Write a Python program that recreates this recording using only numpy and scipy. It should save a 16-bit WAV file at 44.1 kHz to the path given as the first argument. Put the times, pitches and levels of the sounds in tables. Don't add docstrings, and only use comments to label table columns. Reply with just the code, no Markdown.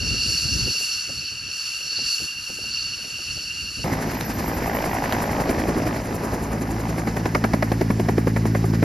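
import sys
import numpy as np
from scipy import signal
from scipy.fft import rfft, irfft, next_fast_len
from scipy.io import wavfile
from scipy.ndimage import uniform_filter1d

SR = 44100
rng = np.random.default_rng(int(sys.argv[2]) if len(sys.argv) > 2 else 0)


def wrap_up_sound(samples):
    columns = np.atleast_2d(samples).T
    tamed = np.clip(columns, -1, 1)
    steps = np.round(tamed * 32767).astype(np.int16)
    wavfile.write(sys.argv[1], SR, steps)


def voltage_ratio(decibels):
    exponent = np.asarray(decibels, float) / 20
    return 10 ** exponent


N = 389844
T = np.arange(N) / SR
SIZE = next_fast_len(N)
HZ = np.maximum(np.arange(SIZE // 2 + 1) * SR / SIZE, 1)

BLADE_HZ, BLADE_PASS_S = 10.8, 5.226
TAIL_HZ = 55.03


def unit(x):
    return x / np.sqrt(np.mean(x ** 2))


def curves(table):
    s, *columns = np.transpose(table)
    return [np.interp(T, s, column) for column in columns]


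def step(mid_s, width_s):
    return 0.5 + 0.5 * np.tanh((T - mid_s) / width_s)


def walk(rate):
    count = int(T[-1] * rate) + 2
    return 1.24 * np.interp(T * rate, np.arange(count), rng.standard_normal(count))


def colour(x, points):
    hz, db = np.transpose(points)
    gain = voltage_ratio(np.interp(np.log(HZ), np.log(hz), db))
    return irfft(rfft(x, SIZE) * gain, SIZE)[:N]


def resonate(x, hz, width_hz):
    return signal.lfilter(*signal.iirpeak(hz, hz / width_hz, fs=SR), x)


def even(band):
    return band * band.std() / np.sqrt(uniform_filter1d(band ** 2, size=5000) + 1e-18)


def turbulence(points, anchors_hz, swings, shared_db, flicker_db, rate):
    spectrum = rfft(unit(colour(rng.standard_normal(N), points)), SIZE)
    out, shared = 0, shared_db * walk(rate)
    for hz in 30 * 2. ** np.arange(10):
        window = np.cos(np.pi / 2 * np.clip(np.log2(HZ / hz), -1, 1)) ** 2
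        shares = [np.interp(np.log(hz), np.log(anchors_hz), row) for row in np.eye(len(swings))]
        swing = sum(share * curve for share, curve in zip(shares, swings))
        db = swing + shared + flicker_db * walk(rate * 1.7)
        band = irfft(spectrum * window, SIZE)[:N]
        out = out + voltage_ratio(db) * even(band)
    return out


def bursts(noise, times, dbs, rise_s, fall_s):
    out, u = np.zeros(N), np.arange(int(0.04 * SR)) / SR
    shape = (1 - np.exp(-u / rise_s)) * np.exp(-(u / fall_s) ** 2)
    for i, db in zip((np.array(times) * SR).astype(int), dbs):
        piece = noise[i:i + len(u)] * shape[:N - i]
        out[i:i + len(u)] += piece * voltage_ratio(db) / np.abs(piece).max()
    return out


def swells(lull_db, times, widths, dbs):
    t = T[::100, None]
    flat_tops = np.exp(-np.abs((t - times) / widths) ** 3)
    power = voltage_ratio(lull_db) ** 2 + np.sum(voltage_ratio(dbs) ** 2 * flat_tops, axis=1)
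    return np.interp(T, t[:, 0], 10 * np.log10(power))


def ports(x, lead, balance_db, loose_db):
    spectrum = rfft(x, SIZE)
    turn = np.exp(0.5j * lead) * voltage_ratio(balance_db / 2)
    scatter = rng.standard_normal(3000) * np.exp(-np.arange(3000) / 700) / np.sqrt(350)
    loose = spectrum * rfft(scatter, SIZE) * voltage_ratio(loose_db)
    return irfft(np.array([spectrum * turn + loose, spectrum / turn - loose]), SIZE)[:, :N]


def jet():
    # (time [s], level [dB], treble against it [dB])
    air_currents = [(0, -30.5, -21), (.12, -26.5, -27), (.3, -26, -20.5), (.62, -28, -22.5),
                    (.8, -28, -15.5), (1.06, -33, -21), (1.25, -34, -19.5), (1.43, -37.5, -22),
                    (1.56, -32.5, -20), (1.85, -34, -16), (2.0, -28.5, -29), (2.12, -26.5, -17),
                    (2.37, -38.5, -14.5), (2.6, -36.5, -14.5), (2.76, -30, -26.5), (3.07, -38, -18),
                    (3.24, -34.5, -19.5), (3.83, -36.5, -16.5)]
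    # (centre [Hz], width [Hz], level [dB])
    fan_bands = [(1297, 137, -20.5), (1580, 186, -17.5), (2760, 113, 0), (4475, 202, 0.5), (5547, 370, 0)]
    # (frequency [Hz], density [dB per Hz])
    hiss_colour = [(700, -16), (1000, -17), (1400, -5.5), (1900, -12), (2400, -8), (3400, -9.5), (5000, -4),
                   (7200, -1), (8600, -4.5), (10200, -9), (12500, -19.5), (13700, -30.5)]
    low_fan_db, low_fan_follows, upper_fan_db = -35, 0.3, -38
    lull_s, lull_depth_db = 1.29, 2.5
    recede_db_per_s, fan_tone_hz = -0.5, 2786

    second, treble = curves(air_currents)
    swell, air = second + 33, second + treble
    lull = lull_depth_db * np.exp(-((T - lull_s) / 0.25) ** 2)
    first = low_fan_db + low_fan_follows * swell - lull + recede_db_per_s * (T - 1.9)
    upper = upper_fan_db + 0.87 * swell + 0.13 * (air + 53)
    swings = [first + 37.1, upper + 37.9, air + 54.2]
    out = voltage_ratio(-39.5) * turbulence(hiss_colour, [2800, 6000, 11000], swings, 1.0, 0.87, 12)
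    for (hz, width, db), level in zip(fan_bands, (first, first, first, second, upper)):
        band = resonate(resonate(rng.standard_normal(N), hz, 3 * width), hz, width)
        out = out + unit(even(band)) * voltage_ratio(db + level + 1.3 * walk(35))
    tone = np.sin(2 * np.pi * fan_tone_hz * T + 1.2 * walk(20))
    return out + tone * voltage_ratio(first - 3.5 + 2.0 * walk(8.5))


def wind():
    # (middle [s], half length [s], rumble [dB])
    gusts = [(0.08, 0.074, -29.5), (0.28, .1, -37), (0.468, 0.045, -37), (0.606, 0.072, -29),
             (.95, 0.1, -55), (1.164, 0.062, -44), (1.344, 0.046, -48.5), (1.454, 0.044, -47),
             (1.75, 0.28, -62), (2.02, 0.057, -50.5), (2.235, .03, -47), (2.392, 0.05, -49.5),
             (2.647, 0.091, -49), (2.85, 0.15, -50), (3.154, 0.034, -47.5), (3.316, 0.061, -42),
             (3.604, 0.13, -46), (3.807, .05, -41)]
    # (frequency [Hz], density [dB per Hz])
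    rumble_colour = [(12, -49), (20, -66), (54, 3.5), (145, -1), (188, -7), (253, -7), (456, -17),
                     (1000, -36.5), (1300, -65), (2200, -120)]
    # (time [s], peak [dB])
    puffs = [(0.073, -36), (0.287, -32), (0.489, -41), (0.545, -41), (0.58, -45), (0.674, -21),
             (0.749, -32), (0.805, -27), (1.095, -24.5), (1.222, -37), (1.32, -35.5), (1.378, -42),
             (1.48, -37), (1.805, -36.5), (1.864, -41), (1.922, -37), (1.987, -27), (2.202, -31),
             (2.496, -26), (2.587, -28.5), (2.64, -30), (2.867, -36), (2.988, -36), (3.043, -31),
             (3.101, -37), (3.189, -31.5), (3.372, -30), (3.434, -38), (3.6, -50), (3.79, -27)]
    lull_db, flutter_lull_db = -66, -63.5
    flutter_under_gust_db, halo_under_puff_db, halo_s = -7.5, -19, 0.023

    s, db = np.transpose(puffs)
    gust = swells(lull_db, *np.transpose(gusts))
    halo = swells(flutter_lull_db, s + 0.02, halo_s, db + halo_under_puff_db)
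    flutter = 10 * np.log10(voltage_ratio(halo) ** 2 + voltage_ratio(gust + flutter_under_gust_db) ** 2)
    rumble = voltage_ratio(-40.5) * turbulence(rumble_colour, [70, 300], [gust + 43, flutter + 49], 1.3, 2.4, 40)
    puff = colour(rng.standard_normal(N), [(60, -7), (200, -7), (500, -2.5), (900, -15), (2000, -65)])
    return rumble + bursts(puff, s - 0.002, db - 6.5, 0.0022, 0.012)


def main_rotor():
    # (time [s], rotor load [dB], nearness of the wake [dB])
    downwash = [(3.84, 2.5, 0), (4.05, 3.5, 1), (4.25, -0.5, -6), (4.4, 3.5, -2.5), (4.62, 1, 4.5),
                (5.1, 1, 3), (5.4, 3.5, 5.5), (5.75, 6, 1), (6, 1.5, -0.5), (6.3, -1.5, 10), (6.7, 2, 0.5),
                (7.3, -1, -0.5), (8.2, 1, -7), (8.84, 1, -8)]
    # (frequency [Hz], density [dB per Hz])
    roar_colour = [(25, -34), (50, -5), (110, -2.5), (250, 1.5), (450, -8), (800, -10.5), (1300, -17),
                   (1800, -14.5), (2600, -21.5), (3400, -30.5), (5200, -21), (7000, -28.5), (10000, -38),
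                   (14500, -65)]
    # (frequency [Hz], density [dB per Hz])
    swish_colour = [(2500, -20), (5000, -18), (7000, 0.5), (9000, 2.5), (12000, -3.5), (13500, -3.5),
                    (15000, -27)]
    turn_mid_s, turn_s = 6, 0.23
    turn_roar_db, turn_swish_db = -4.5, -2.5
    gap, gap_turned = 0.36, 0.44
    thump_db, thump_shift_db, thump_mid_s = -44, -1, 5.5

    load, wake = curves(downwash)
    turned = step(turn_mid_s, turn_s)
    upper = 2.0 + 0.05 * load + turn_roar_db * turned
    turn = 2 * np.pi * BLADE_HZ * (T - BLADE_PASS_S)
    passing = np.exp(3.5 * (np.cos(turn - 0.45 + 0.3 * np.cos(turn) + 0.1 * walk(8)) - 1))

    roar = turbulence(roar_colour, [220, 700, 2200], [load, 1.07 * load + wake, upper], 1.0, 1.3, 40)
    roar = voltage_ratio(-30.5) * roar * voltage_ratio(3.06 * passing)

    swish_db = -48.5 + 0.13 * wake + turn_swish_db * turned
    opening = gap + (gap_turned - gap) * turned + passing * voltage_ratio(2.0 * walk(31))
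    swish = unit(colour(rng.standard_normal(N), swish_colour)) * opening * voltage_ratio(swish_db + 5.0)

    push_db = thump_shift_db * step(thump_mid_s, 0.72) + 1.5 * walk(14)
    push = np.exp(60 * (np.cos(turn + 0.31) - 1)) * voltage_ratio(push_db)
    thump = colour(push, [(10, -60), (25, -34), (42, -8), (55, -7), (90, -2), (200, -25)])
    return roar + swish + voltage_ratio(thump_db + 4) * unit(thump)


def tail_rotor():
    # (time [s], second harmonic [dB])
    tail_swing = [
        (3.84, -36),
        (4.5, -41.5),
        (5.2, -39.5),
        (6, -38.5),
        (6.6, -33),
        (7.4, -30),
        (7.8, -25.5),
        (8.84, -22),
    ]
    second, = curves(tail_swing)
    first, third = -34 + 0.44 * (second + 27), -32 + 0.76 * (second + 28)
    cycles = TAIL_HZ * T - 0.27 + 0.006 * walk(4)
    levels = [first, second] + [third - 1.8 * k ** 1.56 for k in range(10)]
    out = 0
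    for k, db in enumerate(levels, 1):
        sweep = 0.04 * k * k + 0.04 * k + 0.5
        out = out + np.sqrt(2) * voltage_ratio(db + 0.74 * walk(6)) * np.cos(2 * np.pi * (k * cycles + sweep))
    return out


def rasp():
    # (time [s], level [dB])
    rasp_levels = [(3.84, -32.5), (4.3, -37.5), (4.8, -28), (5.55, -29.5), (5.95, -33.5), (6.5, -42),
                   (6.9, -35.5), (7.5, -46.5), (8.84, -49)]
    # (frequency [Hz], density [dB per Hz])
    sunk_colour = [(300, 0), (560, 7), (900, 1), (1350, -15), (1800, -5), (2300, -9), (3000, -17.5),
                   (5000, -34)]
    nearer_ms, swing_mid_s, swing_s = 6.0, 5.12, 0.64
    sink_mid_s, sink_back_s, sink_s = 5.4, 6.3, 0.15

    db, = curves(rasp_levels)
    lead_ms = nearer_ms * step(swing_mid_s, swing_s) - 0.5
    cycles = TAIL_HZ * (T + lead_ms / 1000) + 0.45 + 0.02 * walk(30)
    gate = np.exp(2.1 * (np.cos(2 * np.pi * cycles) - 1)) * voltage_ratio(1.3 * walk(40))
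    open_colour = [(200, -1.5), (450, -2), (780, 8), (1350, -10.5), (2000, -4.5), (3000, -17.5), (5000, -35)]
    plain = unit(colour(rng.standard_normal(N), open_colour))
    low = unit(colour(rng.standard_normal(N), sunk_colour))
    sunk = step(sink_mid_s, sink_s) - step(sink_back_s, sink_s)
    noise = (1 - sunk) * plain + sunk * low
    level_noise = noise / np.sqrt(uniform_filter1d(noise ** 2, size=500))
    return unit(level_noise * gate) * voltage_ratio(db)


def turbine():
    whistle_hz, off_beam_db, beam_db = 12262, -65, 17.5
    beam_s, beam_rise_s, beam_fall_s = 4.55, 0.9, 0.87
    band = even(resonate(rng.standard_normal(N), whistle_hz, 30))
    beam = np.exp(-((T - beam_s) / np.where(T < beam_s, beam_rise_s, beam_fall_s)) ** 2)
    return unit(band) * voltage_ratio(off_beam_db + beam_db * beam + 2.2 * walk(25))


def grit():
    # (time [s], peak [dB])
    ticks = [
        (4.21, -14),
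        (5.124, -9.5),
    ]
    s, db = np.transpose(ticks)
    noise = colour(rng.standard_normal(N), [(600, 2), (2500, 0), (5500, -9), (8000, -19)])
    return bursts(noise, s, db, 0.00019, 0.0016)


def slaps():
    # (time [s], peak [dB], sharpness [dB])
    slap_events = [(5.494, -12, -3), (5.683, -21.5, -6), (5.766, -25.5, -10), (5.866, -20, -3),
                   (6.981, -22, 0), (7.074, -18.5, 2.5), (7.167, -19, 5.5), (7.257, -13.5, 1.5),
                   (7.35, -11, 4), (7.442, -11, 2), (7.536, -10.5, 1.5), (7.626, -12.5, 7), (7.718, -12, 0),
                   (7.813, -11, 0.5), (7.904, -12.5, -3), (7.998, -13.5, 0), (8.088, -12, 0.5),
                   (8.181, -11, -2), (8.272, -11.5, -1.5), (8.365, -16, 1.5), (8.455, -14, -0.5),
                   (8.55, -15, 2.5), (8.641, -18, 0), (8.734, -19, 0), (8.827, -11, -0.5)]
    edge_fades_db_per_s = -2.5
    s, strength, sharp = np.transpose(slap_events)
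    peak = strength + 0.71 * sharp
    body = strength - 1.5 - 0.83 * sharp
    edge = -35 + 1.24 * (strength + 12) + 0.85 * sharp + edge_fades_db_per_s * np.maximum(s - 7.6, 0)
    ragged = voltage_ratio(2.3 * walk(300))
    crackle_colour = [(300, -16), (600, 4.5), (900, -2.0), (1400, -10), (2200, -8.5), (3500, -36.5), (6000, -48)]
    body_colour = [(100, -14), (220, 1.5), (380, 2.5), (600, -24.0), (1200, -54)]
    edge_colour = [(1500, -61), (2800, -2.5), (3700, -7.5), (5200, -0.5), (8000, -19.5), (14000, -23)]
    layers = ((peak - 1, 0.0095, crackle_colour), (body + 3, 0.010, body_colour), (edge + 9, 0.006, edge_colour))
    out = 0
    for db, fall_s, tone in layers:
        noise = colour(ragged * rng.standard_normal(N), tone)
        out = out + bursts(noise, s - 0.003, db, 0.0049, fall_s)
    return out


def blade_tip():
    since = (BLADE_HZ * (T - BLADE_PASS_S) % 1) / BLADE_HZ
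    hz = 7400 - 200000 * (since - 0.008) + 150 * walk(400)
    chirp = np.sin(2 * np.pi * np.cumsum(hz) / SR) * np.exp(-((since - 0.011) / 0.004) ** 2)
    facing_away = np.minimum(((T - 6.7) / 0.95) ** 4, 1)
    return chirp * voltage_ratio(-39 - 21 * facing_away + 1.5 * walk(11))


def scene():
    # (frequency [Hz], left leads [radians], left minus right [dB], unrelated share [dB])
    port_pair = [(0, 0, 0, -30), (300, .1, .7, -19), (1000, .4, -.5, -9), (1400, .9, -4, -4),
                 (1750, .3, -4, -6), (2300, .3, -.5, -15), (4400, .1, 0, -25), (5800, -.9, 0, -12),
                 (7300, -1.7, 0, -8), (8600, -3.14, 0, -12), (10000, -4.6, 0, -8), (11600, -6.2, 0, -25),
                 (13500, -7.6, 0, -6), (16000, -8.2, 0, -6)]
    change_s = 3.838
    after = np.clip((T - change_s) / 0.004, 0, 1)
    helicopter = main_rotor() + tail_rotor() + rasp() + turbine() + grit() + slaps() + blade_tip()
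    hz, *columns = np.transpose(port_pair)
    far = ports(jet() * (1 - after) + helicopter * after, *(np.interp(HZ, hz, c) for c in columns))
    return far + ports(wind() * (1 - after), -0.6, 0, -12)


def keep_strong(x, floor_hz, floor_db):
    hz, _, z = signal.stft(x, SR, nperseg=2048, scaling="psd")
    band_power = (np.abs(z[:1024]) ** 2).reshape(64, 16, -1).mean(axis=1)
    power = np.repeat(band_power, 16, axis=0)
    floor = voltage_ratio(np.interp(hz[:1024], floor_hz, floor_db)) ** 2 / 2
    kept = np.vstack([power > floor[:, None], power[:1] < 0])
    return signal.istft(z * kept, SR, nperseg=2048, scaling="psd")[1][:N]


def roll_off(x):
    return signal.sosfilt(signal.butter(12, 14820, fs=SR, output="sos"), x)


def record(dry):
    # (frequency [Hz], shared part [dB per Hz], left minus right [dB per Hz])
    quietest_kept = [(2000, -140, -140), (2250, -140, -86), (5300, -140, -86), (5500, -140, -140),
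                     (7600, -96, -140), (11000, -96, -140), (11200, -96, -84), (13000, -97, -93),
                     (16000, -95, -106)]
    floor_hz, mid_floor, side_floor = np.transpose(quietest_kept)
    soft = np.tanh(1.335 * dry) / 1.282
    mid, side = (soft[0] + soft[1]) / 2, (soft[0] - soft[1]) / 2
    mid = colour(mid, [(7750, 0), (8100, -29), (8800, 0), (9050, 3.0)])
    mid = keep_strong(mid, floor_hz, mid_floor)
    side = keep_strong(side, floor_hz, side_floor)
    return roll_off(np.array([mid + side, mid - side]))


dry = scene()
out = record(dry)
wrap_up_sound(out)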